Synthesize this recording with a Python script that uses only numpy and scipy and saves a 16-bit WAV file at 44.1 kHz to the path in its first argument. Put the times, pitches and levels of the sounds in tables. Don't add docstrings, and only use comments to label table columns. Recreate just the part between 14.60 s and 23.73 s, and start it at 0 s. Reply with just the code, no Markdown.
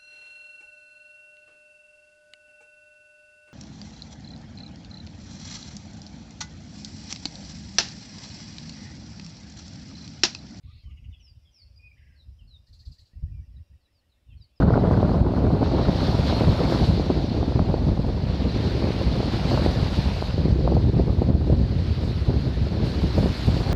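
import sys
import numpy as np
from scipy import signal
from scipy.fft import rfft, irfft, next_fast_len
from scipy.io import wavfile
from scipy.ndimage import uniform_filter1d, minimum_filter1d

SR = 44100
rng = np.random.default_rng(int(sys.argv[2]) if len(sys.argv) > 2 else 0)


def to_wav(sig):
    pcm = np.clip(np.atleast_2d(sig), -1, 1) * 32767
    pcm = np.round(pcm).astype(np.int16)
    wavfile.write(sys.argv[1], SR, pcm.T)


N = 402633

# t/s, build-up/s, tumbling/s, foam fade/(dB per s), crest rush/dB, foam fizz/dB, spray/dB
BREAKERS = [(0.93, 0.43, 0.85, 11.5, -41.5, -41, -58.5), (3.42, 0.6, 0.99, 14, -42, -43.5, -63.5),
            (4.55, 0.42, 0.61, 21, -43, -44, -59), (6.93, 0.32, 1, 12, -48.5, -50.5, -69.5),
            (8.08, 0.55, 0.55, 13, -42, -42.5, -57.5)]
# t/s, relative slap level/dB, spray level/dB
SPLASHES = [(1.04, -41, -75), (1.68, -34, -58), (2.108, -36, -57), (4.74, -37, -57), (4.91, -35.5, -55),
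            (5.35, -39, -61), (7.45, -60, -63), (8.265, -39.5, -57), (8.42, -47, -58), (8.58, -51, -55),
            (8.87, -43, -56)]


def wind():
    # f/Hz, relative level/dB
    rumble_tone = [(15, -56), (25, -37.5), (38, -6), (52, 2), (65, 5.5), (90, 2.5), (120, -0.5), (170, -9),
                   (260, -24.5), (500, -48), (1000, -94)]
    flutter_tone = [(50, -43), (120, -0.5), (190, 2.5), (270, 1), (380, -3), (520, -8.5), (750, -26),
                    (1300, -48.5), (3000, -86)]
    rasp_tone = [(150, -35.5), (380, -9.5), (560, 4.5), (780, 0), (1000, -5), (1400, -18.5), (2000, -33),
                 (3000, -38), (8000, -72.5)]
    large_db, middle_db, small_db = eddy_levels()
    puff = wobble(low_hz=3.7, high_hz=18.4)
    burst = wobble(low_hz=3.3, high_hz=54)
    fitful = wobble(low_hz=7.4, high_hz=80)
    pressure = noise()
    rumble = steadied(colour(pressure * amp(0.73 * burst), rumble_tone), seconds=0.087)
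    flutter = steadied(colour(pressure * amp(2.47 * burst), flutter_tone), seconds=0.13)
    rasp = steadied(colour(noise() * amp(1.2 * burst + 2.65 * fitful), rasp_tone), seconds=0.032)
    return (rumble * amp(large_db - 1.1 + 2.16 * puff)
            + flutter * amp(middle_db - 4.1 + 2.6 * puff)
            + rasp * amp(small_db - 4 + 1.77 * puff))


def eddy_levels():
    # t/s, large eddies/dB, middle eddies/dB, small eddies/dB
    between_gusts = [(0.0, -14.5, -14.5, -24.5), (0.2, -20.5, -18.5, -26), (0.9, -21.5, -20.5, -29.5),
                     (1.25, -24, -21.5, -27.5), (1.6, -21.5, -24.5, -29), (2.15, -26, -19.5, -27.5),
                     (2.62, -25.5, -23.5, -34.0), (3.2, -23, -25, -35), (3.6, -25, -29, -37),
                     (3.95, -24, -23.5, -35.5), (4.7, -28, -26.5, -35), (4.95, -22.0, -21.5, -30),
                     (5.68, -27, -34, -38.5), (5.9, -24.5, -26.5, -41), (6.9, -19.5, -25.5, -38.5),
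                     (7.5, -24, -35, -47), (8.1, -27.5, -30, -41.5), (8.6, -30.5, -34.5, -46),
                     (9.13, -21.5, -24.5, -31)]
    # peak t/s, length/s, lift of large eddies/dB, lift of the others/dB
    gusts = [(1.892, 0.098, 13, 0.5), (2.325, 0.36, 6.5, -4), (3.257, 0.2, 4.5, 1.5),
             (4.482, 0.13, 8, -0.5), (4.605, 0.066, 5.5, 1.5), (5.474, 0.084, 8, 4.0), (5.89, 0.64, 4, 3),
             (6.112, 0.11, 4, 7.5), (6.215, 0.22, 6.5, 3), (6.391, 0.071, 4, 7.5), (6.707, 0.091, 4, 8.5),
             (6.925, 0.066, 10, 5.5), (7.434, 0.22, 0.0, 8.5), (7.705, 0.27, 5.5, 9.0),
             (7.864, 0.092, 6.5, 10), (7.998, 0.2, 6.5, 0.5), (8.247, 0.45, 4.5, 8), (8.46, 0.18, 11, 9),
             (8.619, 0.29, 11, 13.0), (8.901, 0.12, 9.5, 2.5)]
    large_db, middle_db, small_db = curves(between_gusts)
    for s, length, large_lift, lift in gusts:
        arch = np.hanning(int(length * SR))
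        add(large_db, s - length / 2, large_lift * arch)
        add(middle_db, s - length / 2, lift * arch)
        add(small_db, s - length / 2, lift * arch)
    return large_db, middle_db, small_db


def knocks():
    # t/s, peak level/dB, centre f/Hz
    hard_eddies = [(0.106, -6, 539), (0.157, -10, 570), (0.178, -6, 439), (0.24, -8.5, 396),
                   (0.312, -10, 543), (0.43, -8, 480), (0.545, -13, 486), (0.617, -2.5, 103),
                   (0.738, -12, 396), (1.011, -12, 260), (1.03, -11.5, 670), (1.81, -9.5, 396),
                   (1.882, -7.5, 92), (2.124, -9.5, 504), (2.302, -15.5, 136), (2.338, -12, 139),
                   (2.398, -10.5, 356), (2.502, -10, 460), (2.83, -14.5, 486), (2.994, -13, 760),
                   (3.003, -10, 149), (3.142, -9.5, 447), (3.27, -11.5, 156), (3.394, -11, 139),
                   (4.272, -16, 439), (4.306, -15, 376), (4.415, -17, 447), (4.604, -14, 410),
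                   (4.976, -12, 750), (5.063, -7.5, 390), (5.23, -10, 138), (5.625, -14, 610),
                   (5.781, -13.5, 310), (5.857, -10, 262), (5.909, -13, 150), (5.928, -7, 102),
                   (6.077, -9.5, 574), (6.123, -11.5, 417), (6.152, -9, 139), (6.168, -12.5, 460),
                   (6.398, -10.5, 340), (6.41, -11, 105), (6.62, -9.5, 372), (6.689, -10, 283),
                   (6.704, -5, 143), (6.752, -6.5, 142), (6.9, -9, 305), (6.927, -16.5, 404),
                   (7.696, -16, 358), (8.581, -13.5, 453), (8.66, -11, 364), (8.884, -14, 353)]
    # f/Hz, relative level/dB
    flurry_tone = [(60, -16), (200, -5.5), (600, 2.5), (1100, -19.5), (2000, -33.5), (6000, -62.5)]
    rise_s, fade_s = 0.0016, 0.0073
    out, t = np.zeros(N), np.arange(-900, 2600) / SR
    flurry = colour(noise(), flurry_tone)
    flurry_shape = np.clip(t / rise_s, 0, 1) * np.exp(-abs(t) / fade_s)
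    eddies = hard_eddies + small_knocks()
    for (s, db, hz), sign in zip(eddies, rng.choice([-1, 1], len(eddies))):
        phase = 2 * np.pi * hz * t
        swing = phase / (1 + (phase / 3) ** 2) ** 4
        trail = flurry_shape * flurry.take(round(s * SR) + np.arange(len(t)), mode="wrap")
        shed = amp(-11.5) * min(hz / 400, 1)
        add(out, s + t[0], amp(db) * (sign * swing / abs(swing).max() + shed * trail))
    return filtered(out, 1 / np.sqrt(1 + (bins() / 1500) ** 8))


def small_knocks(per_s=4, above_wind_db=15, spread_db=3, middle_hz=470):
    small_db, rows = eddy_levels()[2], []
    for when, force, pitch in rng.random((round(per_s * N / SR), 3)):
        db = small_db[int(when * N)] + above_wind_db + spread_db * (2 * force - 1)
        rows.append((when * N / SR, db, middle_hz * 2 ** (pitch - 0.5)))
    return rows


def spurts(width_hz=320):
    small_db, out = eddy_levels()[2], np.zeros(N)
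    for hz in (1240, 1360, 1853):
        band = filtered(noise(), np.exp(-((bins() - hz) / width_hz) ** 2))
        flicker_db = 7.2 * np.minimum(wobble(low_hz=5.4, high_hz=50), 2.2)
        out += unit(band * amp(flicker_db)) / hz ** 2.8
    growth_db = np.minimum(3 * (small_db + 27), 6)
    return unit(out) * amp(-43 + growth_db)


def surf():
    # f/Hz, relative level/dB
    rush_tone = [(150, -5.5), (400, -11), (900, 3.5), (1500, 2), (2100, 0.5), (2900, -0.5), (3600, -6.5),
                 (4300, -10.5), (5200, -10.5), (6300, -26), (8000, -37), (14000, -50)]
    fizz_tone = [(1500, -20), (2800, -7.5), (3500, -0.5), (4000, -0.5), (4600, 0.5), (5200, -4),
                 (6300, -13.5), (8000, -27.5), (14000, -48.5)]
    spray_tone = [(2000, -17.5), (4500, 3), (7000, 3.5), (9000, -1), (11000, -4), (14000, -6.5)]
    rush_gain, fizz_gain, spray_gain = surf_levels()
    tumble = wobble(low_hz=2.5, high_hz=25)
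    churn = patches(noise() + amp(-12) * bubbles(per_s=2500, cycles=5.1), depth_db=1.6)
    rush = mic_opening(colour(churn, rush_tone)) * rush_gain * amp(0.25 * tumble)
    foam = patches(noise(), depth_db=1.63)
    fizz = mic_opening(colour(foam, fizz_tone)) * fizz_gain * amp(0.61 * tumble)
    drops = patches(noise() + amp(-5) * pops(per_s=1700, spread_db=1), depth_db=2.0)
    spray = colour(drops, spray_tone) * spray_gain * amp(0.79 * tumble)
    return rush + fizz + spray


def surf_levels():
    *_, rush_db, fizz_db, spray_db = np.transpose(BREAKERS)
    _, slap_db, thrown_db = np.transpose(SPLASHES)
    rush = amp(-53.5) ** 2 + breaking(rush_db, fade_ratio=1.23) + splashing(slap_db - 5)
    fizz = amp(-52) ** 2 + breaking(fizz_db, lag_s=0.021) + splashing(slap_db - 3.5)
    spray = amp(-69.5) ** 2 + breaking(spray_db, lag_s=0.05, fade_ratio=3.3, growth=1.9)
    spray += splashing(thrown_db)
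    return np.sqrt([rush, fizz, spray])


def breaking(levels_db, lag_s=0, fade_ratio=1, growth=1):
    power = np.zeros(N)
    for (s, build, tumble, fade, *_), db in zip(BREAKERS, levels_db):
        t = np.arange(N) / SR - s - lag_s
        swell = np.clip(t / build, 0, 1) ** growth
        faded_db = fade_ratio * fade * np.maximum(t - build - tumble, 0)
        power += (swell * amp(db - faded_db)) ** 2
    return power


def splashing(levels_db, rise_s=0.037, fade_s=0.1):
    power, t = np.zeros(N), np.arange(-rise_s, 1, 1 / SR)
    shape = np.clip(1 + t / rise_s, 0, 1) * np.exp(-np.maximum(t, 0) / fade_s)
    for (s, *_), db in zip(SPLASHES, levels_db):
        add(power, s - rise_s, (amp(db) * shape) ** 2)
    return power


def bubbles(per_s, cycles, sizes=28):
    out, t = np.zeros(N), np.arange(800) / SR
    for hz in np.geomspace(900, 7000, sizes):
        ring = unit(np.exp(-t * hz / cycles) * np.sin(2 * np.pi * hz * t))
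        out += np.sqrt(hz) * signal.oaconvolve(pops(per_s / sizes, spread_db=5.0), ring)[:N]
    return unit(out)


def patches(x, depth_db):
    grid = signal.stft(x, nperseg=512, noverlap=384)[2]
    field = uniform_filter1d(rng.standard_normal(grid.shape), size=9, axis=0)
    field = unit(uniform_filter1d(field, size=14, axis=1))
    return unit(signal.istft(grid * amp(depth_db * field), nperseg=512, noverlap=384)[1][:N])


def sea():
    # f/Hz, relative level/dB
    sea_tone = [(100, -4), (400, -6), (900, -9.5), (1500, 1), (2500, -4), (4300, -14), (6000, -21.5),
                (9000, -34.5), (14000, -46.5)]
    return amp(-52.5) * mic_opening(colour(noise(), sea_tone))


def whine():
    # f/Hz, level/dB
    whistles = [(13319, -88.5), (13379, -90.5)]
    t = np.arange(N) / SR
    return sum(amp(db) * unit(np.sin(2 * np.pi * (hz * t + rng.random()))) for hz, db in whistles)


def mic_opening(x, hz=4190, width_hz=970, lift_db=7):
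    peak = 1 / (1 + (2 * (bins() - hz) / width_hz) ** 2)
    return unit(filtered(x, 1 + (amp(lift_db) - 1) * peak))


def noise():
    return rng.standard_normal(N)


def pops(per_s, spread_db):
    chance, size, sign = rng.random(N), rng.exponential(1, N), rng.choice([-1, 1], N)
    return unit((chance < per_s / SR) * sign * amp(spread_db * np.minimum(size, 4)))


def wobble(low_hz, high_hz):
    hz = bins() + 1e-3
    return unit(filtered(noise(), 1 / np.sqrt((1 + (hz / high_hz) ** 4) * (1 + (low_hz / hz) ** 4))))


def steadied(x, seconds):
    power = uniform_filter1d(x ** 2, int(seconds * SR))
    return x / np.sqrt(uniform_filter1d(power, int(seconds * SR / 2)) + 1e-9)


def colour(x, tone):
    hz, db = np.transpose(tone)
    return unit(filtered(x, amp(np.interp(np.log(bins() + 1), np.log(hz), db))))


def filtered(x, gain):
    return irfft(rfft(x, next_fast_len(N)) * gain, next_fast_len(N))[:N]


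def bins():
    return np.fft.rfftfreq(next_fast_len(N), 1 / SR)


def curves(rows):
    s, *columns = np.transpose(rows)
    return [np.interp(np.arange(N) / SR, s, column) for column in columns]


def add(mix, s, sound):
    part = mix[max(round(s * SR), 0):][:len(sound)]
    part += sound[:len(part)]


def amp(db):
    return 10 ** (np.asarray(db) / 20)


def unit(x):
    return x / np.sqrt(np.mean(x ** 2) + 1e-20)


def scene():
    return (surf() + sea() + wind() + spurts() + knocks() + whine())[None]


def record(dry):
    bass_hz, treble_hz, limit_db, recovery_db_per_s = 33, 14250, -6.93, 37
    heard = filtered(dry[0], (bins() / bass_hz) ** 4 / np.sqrt(1 + (bins() / bass_hz) ** 8))
    over_db = np.maximum(20 * np.log10(abs(heard) + 1e-9) - limit_db, 0)
    recovery_db = np.arange(N) * recovery_db_per_s / SR
    held_db = np.maximum.accumulate(over_db + recovery_db) - recovery_db
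    duck_db = uniform_filter1d(minimum_filter1d(-held_db, size=160), size=160)
    treble_cut = signal.firwin(511, treble_hz, window=("kaiser", 9), fs=SR)
    return signal.oaconvolve(heard * amp(duck_db), treble_cut, "same")[None]


dry = scene()
out = record(dry)
to_wav(out)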